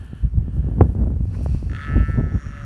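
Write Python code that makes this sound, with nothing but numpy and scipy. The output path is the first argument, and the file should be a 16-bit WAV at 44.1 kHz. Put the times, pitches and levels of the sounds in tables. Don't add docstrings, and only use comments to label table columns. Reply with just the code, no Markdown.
import sys
import numpy as np
from scipy import signal
from scipy.io import wavfile
from scipy.ndimage import uniform_filter1d

SR = 44100
rng = np.random.default_rng(int(sys.argv[2]) if len(sys.argv) > 2 else 0)


def unload_audio(sound):
    columns = np.transpose(np.atleast_2d(sound))
    steps = np.round(np.clip(columns, -1, 1) * 32767)
    wavfile.write(sys.argv[1], SR, steps.astype(np.int16))


N = 116865
T = np.arange(N) / SR


def amp(db):
    return 10 ** (np.asarray(db) / 20)


def unit(x):
    return x / np.sqrt(np.mean(x ** 2) + 1e-20)


def curve(rows):
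    times, *columns = np.transpose(rows)
    return [np.interp(T, times, column) for column in columns]


def colour(x, points, size=16384):
    hz, db = np.transpose(points)
    bin_hz = abs(np.fft.fftfreq(size, 1 / SR))
    log_gain = np.log(amp(np.interp(np.log(bin_hz + 1), np.log(hz), db)))
    response = np.exp(np.conj(signal.hilbert(log_gain)))
    taps = np.fft.ifft(response).real[:size // 2]
    return signal.fftconvolve(x, taps)[:len(x)]


def noise(points):
    return unit(colour(rng.standard_normal(N + SR), points)[SR:])


def levelled(x, steady_s=0.07):
    window = signal.windows.hann(2 * int(steady_s * SR) + 1)
    return x / np.sqrt(signal.fftconvolve(x ** 2, window / window.sum(), "same") + 1e-6)


def flicker(spread_db, samples):
    return amp(spread_db * unit(uniform_filter1d(rng.standard_normal(N), samples)))


def swell(centre_s, length_s, db):
    return amp(db) * np.exp(-2 * ((T - centre_s) / length_s) ** 2)


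def add(mix, start_s, sound):
    part = mix[max(round(start_s * SR), 0):][:len(sound)]
    part += sound[:len(part)]


# time in seconds, rumble level in dB, flutter level in dB.
WIND_LEVELS = [(0, -32.5, -46), (.1, -37, -50.5), (.21, -34.5, -52.5), (.245, -12, -38.5),
               (.28, -25.5, -54), (.315, -29.5, -57.5), (.385, -13, -41.5), (.45, -26, -45),
               (.53, -26.5, -45.5), (.58, -14.5, -38), (.63, -19.5, -42.5), (.7, -21.5, -32.5),
               (.75, -23, -39.5), (.82, -8.5, -18.5), (.87, -16.5, -28), (.93, -24, -38.5),
               (1.025, -15.5, -26), (1.15, -22, -38), (1.2, -17, -40.5), (1.28, -23, -47),
               (1.39, -24.5, -34.5), (1.45, -19.5, -42.5), (1.56, -17.5, -41), (1.6, -30.5, -52),
               (1.64, -21, -43), (1.74, -24.5, -40), (1.83, -35, -50), (1.905, -23, -32.5),
               (1.94, -14, -23.5), (2.01, -11.5, -22.5), (2.055, -25.5, -50.5), (2.09, -18.5, -31),
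               (2.14, -22, -41), (2.19, -17, -21), (2.25, -18, -34.5), (2.305, -31, -37.5),
               (2.35, -11.5, -29), (2.41, -43, -53.5), (2.47, -25.5, -42), (2.55, -35.5, -47),
               (2.65, -30, -51.5)]
# frequency in Hz, gain in dB.
RUMBLE_COLOUR = [(12, -20), (25, -16), (38, -14), (55, 0.5), (75, -4.5), (110, -8.5), (150, -13),
                 (220, -24.5), (400, -50.5), (900, -89.5)]
FLUTTER_COLOUR = [(70, -28), (140, -2.5), (230, 3), (330, -4.5), (480, -13), (700, -18.5), (1000, -30),
                  (1500, -36), (2500, -53.5), (5000, -66.5)]

def wind():
    rumble_db, flutter_db = curve(WIND_LEVELS)
    rumble = levelled(noise(RUMBLE_COLOUR))
    crests = abs(signal.hilbert(rumble)) + 0.2
    flares = flicker(spread_db=2.2, samples=int(.012 * SR))
    flutter = colour(crests * flares * rng.standard_normal(N), FLUTTER_COLOUR)
    return amp(rumble_db) * rumble + amp(flutter_db) * levelled(unit(flutter))


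# time in seconds, level in dB.
HOARSE_LEVELS = [(0, -55), (.17, -56), (.26, -60.5), (.33, -81), (.45, -65.5), (.58, -60.5), (.75, -64.5),
                 (.9, -64.5), (1.1, -80.5), (1.3, -76)]
# frequency in Hz, gain in dB.
HOARSE_THROAT = [(600, -12), (1100, -9.5), (1350, -2), (1620, -6), (1730, 3), (1840, -6), (2000, -20.5),
                 (2250, -18.5), (2650, -11), (3130, -7.5), (3450, -18.5), (4200, -23), (4380, -16.5),
                 (4560, -30.5), (4900, -40)]

def hoarse_call():
    return amp(curve(HOARSE_LEVELS)[0]) * noise(HOARSE_THROAT)


# frequency in Hz, gain in dB.
AIR_COLOUR = [(100, 10), (1000, 11.5), (2500, 2.5), (5000, -12.5), (7500, -9.5), (9400, -4.5),
              (10600, -16.5), (12000, -27)]

def field_air(level_db=-63):
    return amp(level_db) * noise(AIR_COLOUR)


# centre in seconds, length in seconds, level in dB.
GRASS_RUSTLES = [(0.034, 0.12, -66), (0.198, 0.065, -65), (0.567, 0.064, -66), (0.718, 0.12, -72.5),
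                 (0.896, 0.087, -65.5), (1.044, 0.17, -70.5), (1.25, 0.069, -68.5), (1.443, .025, -56),
                 (2.11, 0.084, -65), (2.6, .12, -75)]
# frequency in Hz, gain in dB.
GRASS_COLOUR = [(1500, -13), (3500, -2), (6000, 1.5), (7500, 0.5), (9400, 5.5), (10400, 2.5), (11500, 1)]

def grass():
    swishes = sum(swell(*row) for row in GRASS_RUSTLES)
    grains = flicker(spread_db=4, samples=90)
    return swishes * unit(grains * noise(GRASS_COLOUR))


# start in seconds, gain in dB, pitch in Hz.
EDDIES = [(.132, -15.5, 170), (0.234, -9, 75), (0.341, -21, 167), (0.374, -3.5, 58), (.481, -15.5, 200),
          (.567, -23, 292), (0.572, -7, 60.2), (.644, -18, 230), (.686, -12.5, 185), (0.766, -23.5, 240),
          (.805, -2.5, 110), (.8093, 7.5, 380), (0.8123, -0.5, 844), (0.8137, -3, 130), (0.8225, -7.5, 130),
          (.951, -14.5, 260), (.989, -35, 260), (1.037, -14, 300), (1.058, -22.5, 230), (1.104, -15, 260),
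          (1.142, -31, 250), (1.207, -16.5, 210), (1.254, -23, 290), (1.41, -19.5, 290),
          (1.461, -12.5, 560), (1.548, -14.5, 248), (1.627, -17.5, 260), (1.73, -26.5, 400),
          (1.979, -11, 294), (2.011, -12.5, 270), (2.184, -1, 142), (2.211, -17, 300), (2.324, -26, 300)]

def buffets(rise_cycles=0.077, decay_cycles=.62, top_hz=1900):
    kicks = np.zeros(N)
    for start_s, db, hz in EDDIES:
        cycles = hz * T[:SR // 10]
        envelope = np.exp(-cycles / decay_cycles) * (1 - np.exp(-cycles / rise_cycles))
        add(kicks, start_s, amp(db) * np.sin(2 * np.pi * cycles) * envelope)
    return signal.sosfilt(signal.butter(4, top_hz, fs=SR, output="sos"), kicks)


# time in seconds, level in dB.
INTAKE_LEVELS = [(1.18, -72.5), (1.28, -64), (1.35, -54.5), (1.42, -56), (1.54, -52.5), (1.66, -58),
                 (1.8, -58.5), (2.1, -58.5), (2.25, -67)]
# frequency in Hz, gain in dB.
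AIRWAY_COLOUR = [(1200, 2.5), (2100, -5.5), (2600, 4), (3050, -6), (3650, -10.5), (4550, 0), (4950, -7.5),
                 (5650, -1.5), (6250, -9), (8000, -11), (8750, -8), (10400, -13), (12000, -17)]

def intake():
    return amp(curve(INTAKE_LEVELS)[0]) * noise(AIRWAY_COLOUR)


# frequency in Hz, gain in dB.
TURF_COLOUR = [(500, -17), (1000, 6), (1600, 8), (2300, -2), (3200, -21), (6000, -35)]

def scuff():
    return swell(centre_s=1.35, length_s=.018, db=-49) * noise(TURF_COLOUR)


# time in seconds, scale of the unevenness in dB.
PULSE_UNEVENNESS = [(1.72, .3), (1.755, 2.6), (1.82, 2), (1.87, 1.2), (1.93, .5), (2.2, .4), (2.4, .8),
                    (2.65, 1)]

def fold_pulses(times, jitter_s=.000014, third_pulse_drop=2.5):
    uneven_db = np.interp(times, *np.transpose(PULSE_UNEVENNESS))
    strength, shift = rng.standard_normal((len(times), 2)).T
    every_third = np.arange(len(times)) % 3 == 1
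    strength = np.clip(strength, -2, 1) - third_pulse_drop * every_third
    pulses, offsets = np.zeros(N), np.arange(-20, 21)
    for time_s, db in zip(times + jitter_s * shift, uneven_db * strength):
        samples = round(time_s * SR) + offsets
        pulse = np.sinc(samples - time_s * SR) * np.hanning(len(offsets))
        add(pulses, samples[0] / SR, amp(db) * pulse)
    return pulses


# time in seconds, pulse rate in Hz.
CREAK_PITCH = [(1.698, 52), (1.734, 60), (1.749, 68), (1.7495, 120), (1.757, 128), (1.759, 146),
               (1.78, 141), (1.825, 144)]
RISING_PITCH = [(1.85, 145.4), (1.882, 144.3), (2.02, 147.2), (2.054, 146.8), (2.1, 148.4), (2.14, 147.6)]
FALLING_PITCH = [(2.17, 147.0), (2.268, 144.8), (2.476, 144.2), (2.5, 145.3), (2.526, 143.2),
                 (2.574, 143.8), (2.612, 142.1), (2.65, 142.0)]
# time in seconds, then main, upper and bright levels in dB.
VOICE_LEVELS = [(1.69, -45.5, -61, -68), (1.755, -39, -47, -48.5), (1.785, -39.5, -63, -59.5),
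                (1.835, -37.5, -53.5, -50), (1.92, -36, -52.5, -69.5), (1.99, -39, -50, -68),
                (2.12, -40, -62, -66), (2.22, -44.5, -65, -69), (2.31, -47.5, -70.5, -71.5),
                (2.45, -49.5, -69.5, -72), (2.57, -45.5, -58, -75), (2.65, -51, -65, -77)]
# time in seconds, then wheeze, rasp and nasal levels in dB.
ROUGH_LEVELS = [(1.69, -61.5, -54, -73), (1.81, -72, -41.5, -58.5), (1.93, -86.5, -49.5, -71),
                (2.2, -71.5, -77, -63), (2.29, -70.5, -56, -84), (2.42, -59, -48.5, -59),
                (2.49, -61, -49.5, -64), (2.55, -66.5, -47.5, -55), (2.6, -67, -46, -51.5),
                (2.65, -59, -47.5, -49)]
# frequency in Hz, gain in dB.
MAIN_COLOUR = [(300, -43), (1040, -33.5), (1170, -18), (1315, 7.5), (1460, -2), (1600, -2), (1760, 6.5),
               (1900, -2), (2050, -5.5), (2220, -6), (2400, -19.5), (3000, -56)]
UPPER_COLOUR = [(1800, -42), (2400, -3.5), (2700, 3), (3050, -8), (3450, -9.5), (3950, -23.5), (4450, -23),
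                (4950, -35), (12000, -41)]
BRIGHT_COLOUR = [(2200, -46), (3000, -12), (3300, 11), (3600, 8), (3950, -7), (4400, 0.5), (4700, -19),
                 (5000, -30), (5700, -17.5), (9000, -22), (12000, -46.5)]
WHEEZE_COLOUR = [(4200, -31), (5100, -29), (5550, 5.5), (5900, -1.5), (6250, -10), (6700, -0.5), (7100, -9),
                 (7600, -28), (9500, -12.5), (12000, -50)]
RASP_COLOUR = [(500, -38), (1000, -13.5), (1130, -5.5), (1290, 3.5), (1650, -5.5), (1950, -4), (2250, -16),
               (3200, -18), (4200, -26.5), (8000, -40.5)]
NASAL_COLOUR = [(300, -57), (480, -25.5), (585, -3), (720, -15), (1000, -55)]

def bellow(start_s=1.697, puff_decay_cycles=.3, puff_floor=.35, wheeze_air=.45):
    calling = T >= start_s
    pitch_hz = curve([*CREAK_PITCH, *RISING_PITCH, *FALLING_PITCH])[0]
    cycles = np.cumsum(pitch_hz * calling) / SR
    pulse_times = np.interp(np.arange(int(cycles[-1]) + 1), cycles[calling], T[calling])
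    pulses = fold_pulses(pulse_times)
    airflow = puff_floor + np.exp(-(cycles % 1) / puff_decay_cycles)
    puffs = calling * airflow * rng.standard_normal(N)
    breathy_pulses = unit(pulses) + wheeze_air * unit(puffs)
    main_db, upper_db, bright_db = curve(VOICE_LEVELS)
    wheeze_db, rasp_db, nasal_db = curve(ROUGH_LEVELS)
    layers = [(pulses, MAIN_COLOUR, main_db),
              (pulses, UPPER_COLOUR, upper_db),
              (pulses, BRIGHT_COLOUR, bright_db),
              (breathy_pulses, WHEEZE_COLOUR, wheeze_db),
              (puffs, RASP_COLOUR, rasp_db),
              (pulses, NASAL_COLOUR, nasal_db)]
    voice = sum(amp(db) * unit(colour(drive, shape)) for drive, shape, db in layers)
    return np.sqrt(calling.mean()) * voice


def scene():
    return (wind() + hoarse_call() + field_air() + grass() + buffets() + intake() + scuff() + bellow())[None]


def record(dry, low_cut_hz=26.5, headroom=.98, top_hz=12000):
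    thinned = signal.sosfilt(signal.butter(2, low_cut_hz, "high", fs=SR, output="sos"), dry)
    limited = headroom * np.tanh(thinned / headroom)
    lowpass = signal.firwin(511, top_hz, window=("kaiser", 9), fs=SR)
    return signal.oaconvolve(limited, lowpass[None], "same")


dry = scene()
out = record(dry)
unload_audio(out)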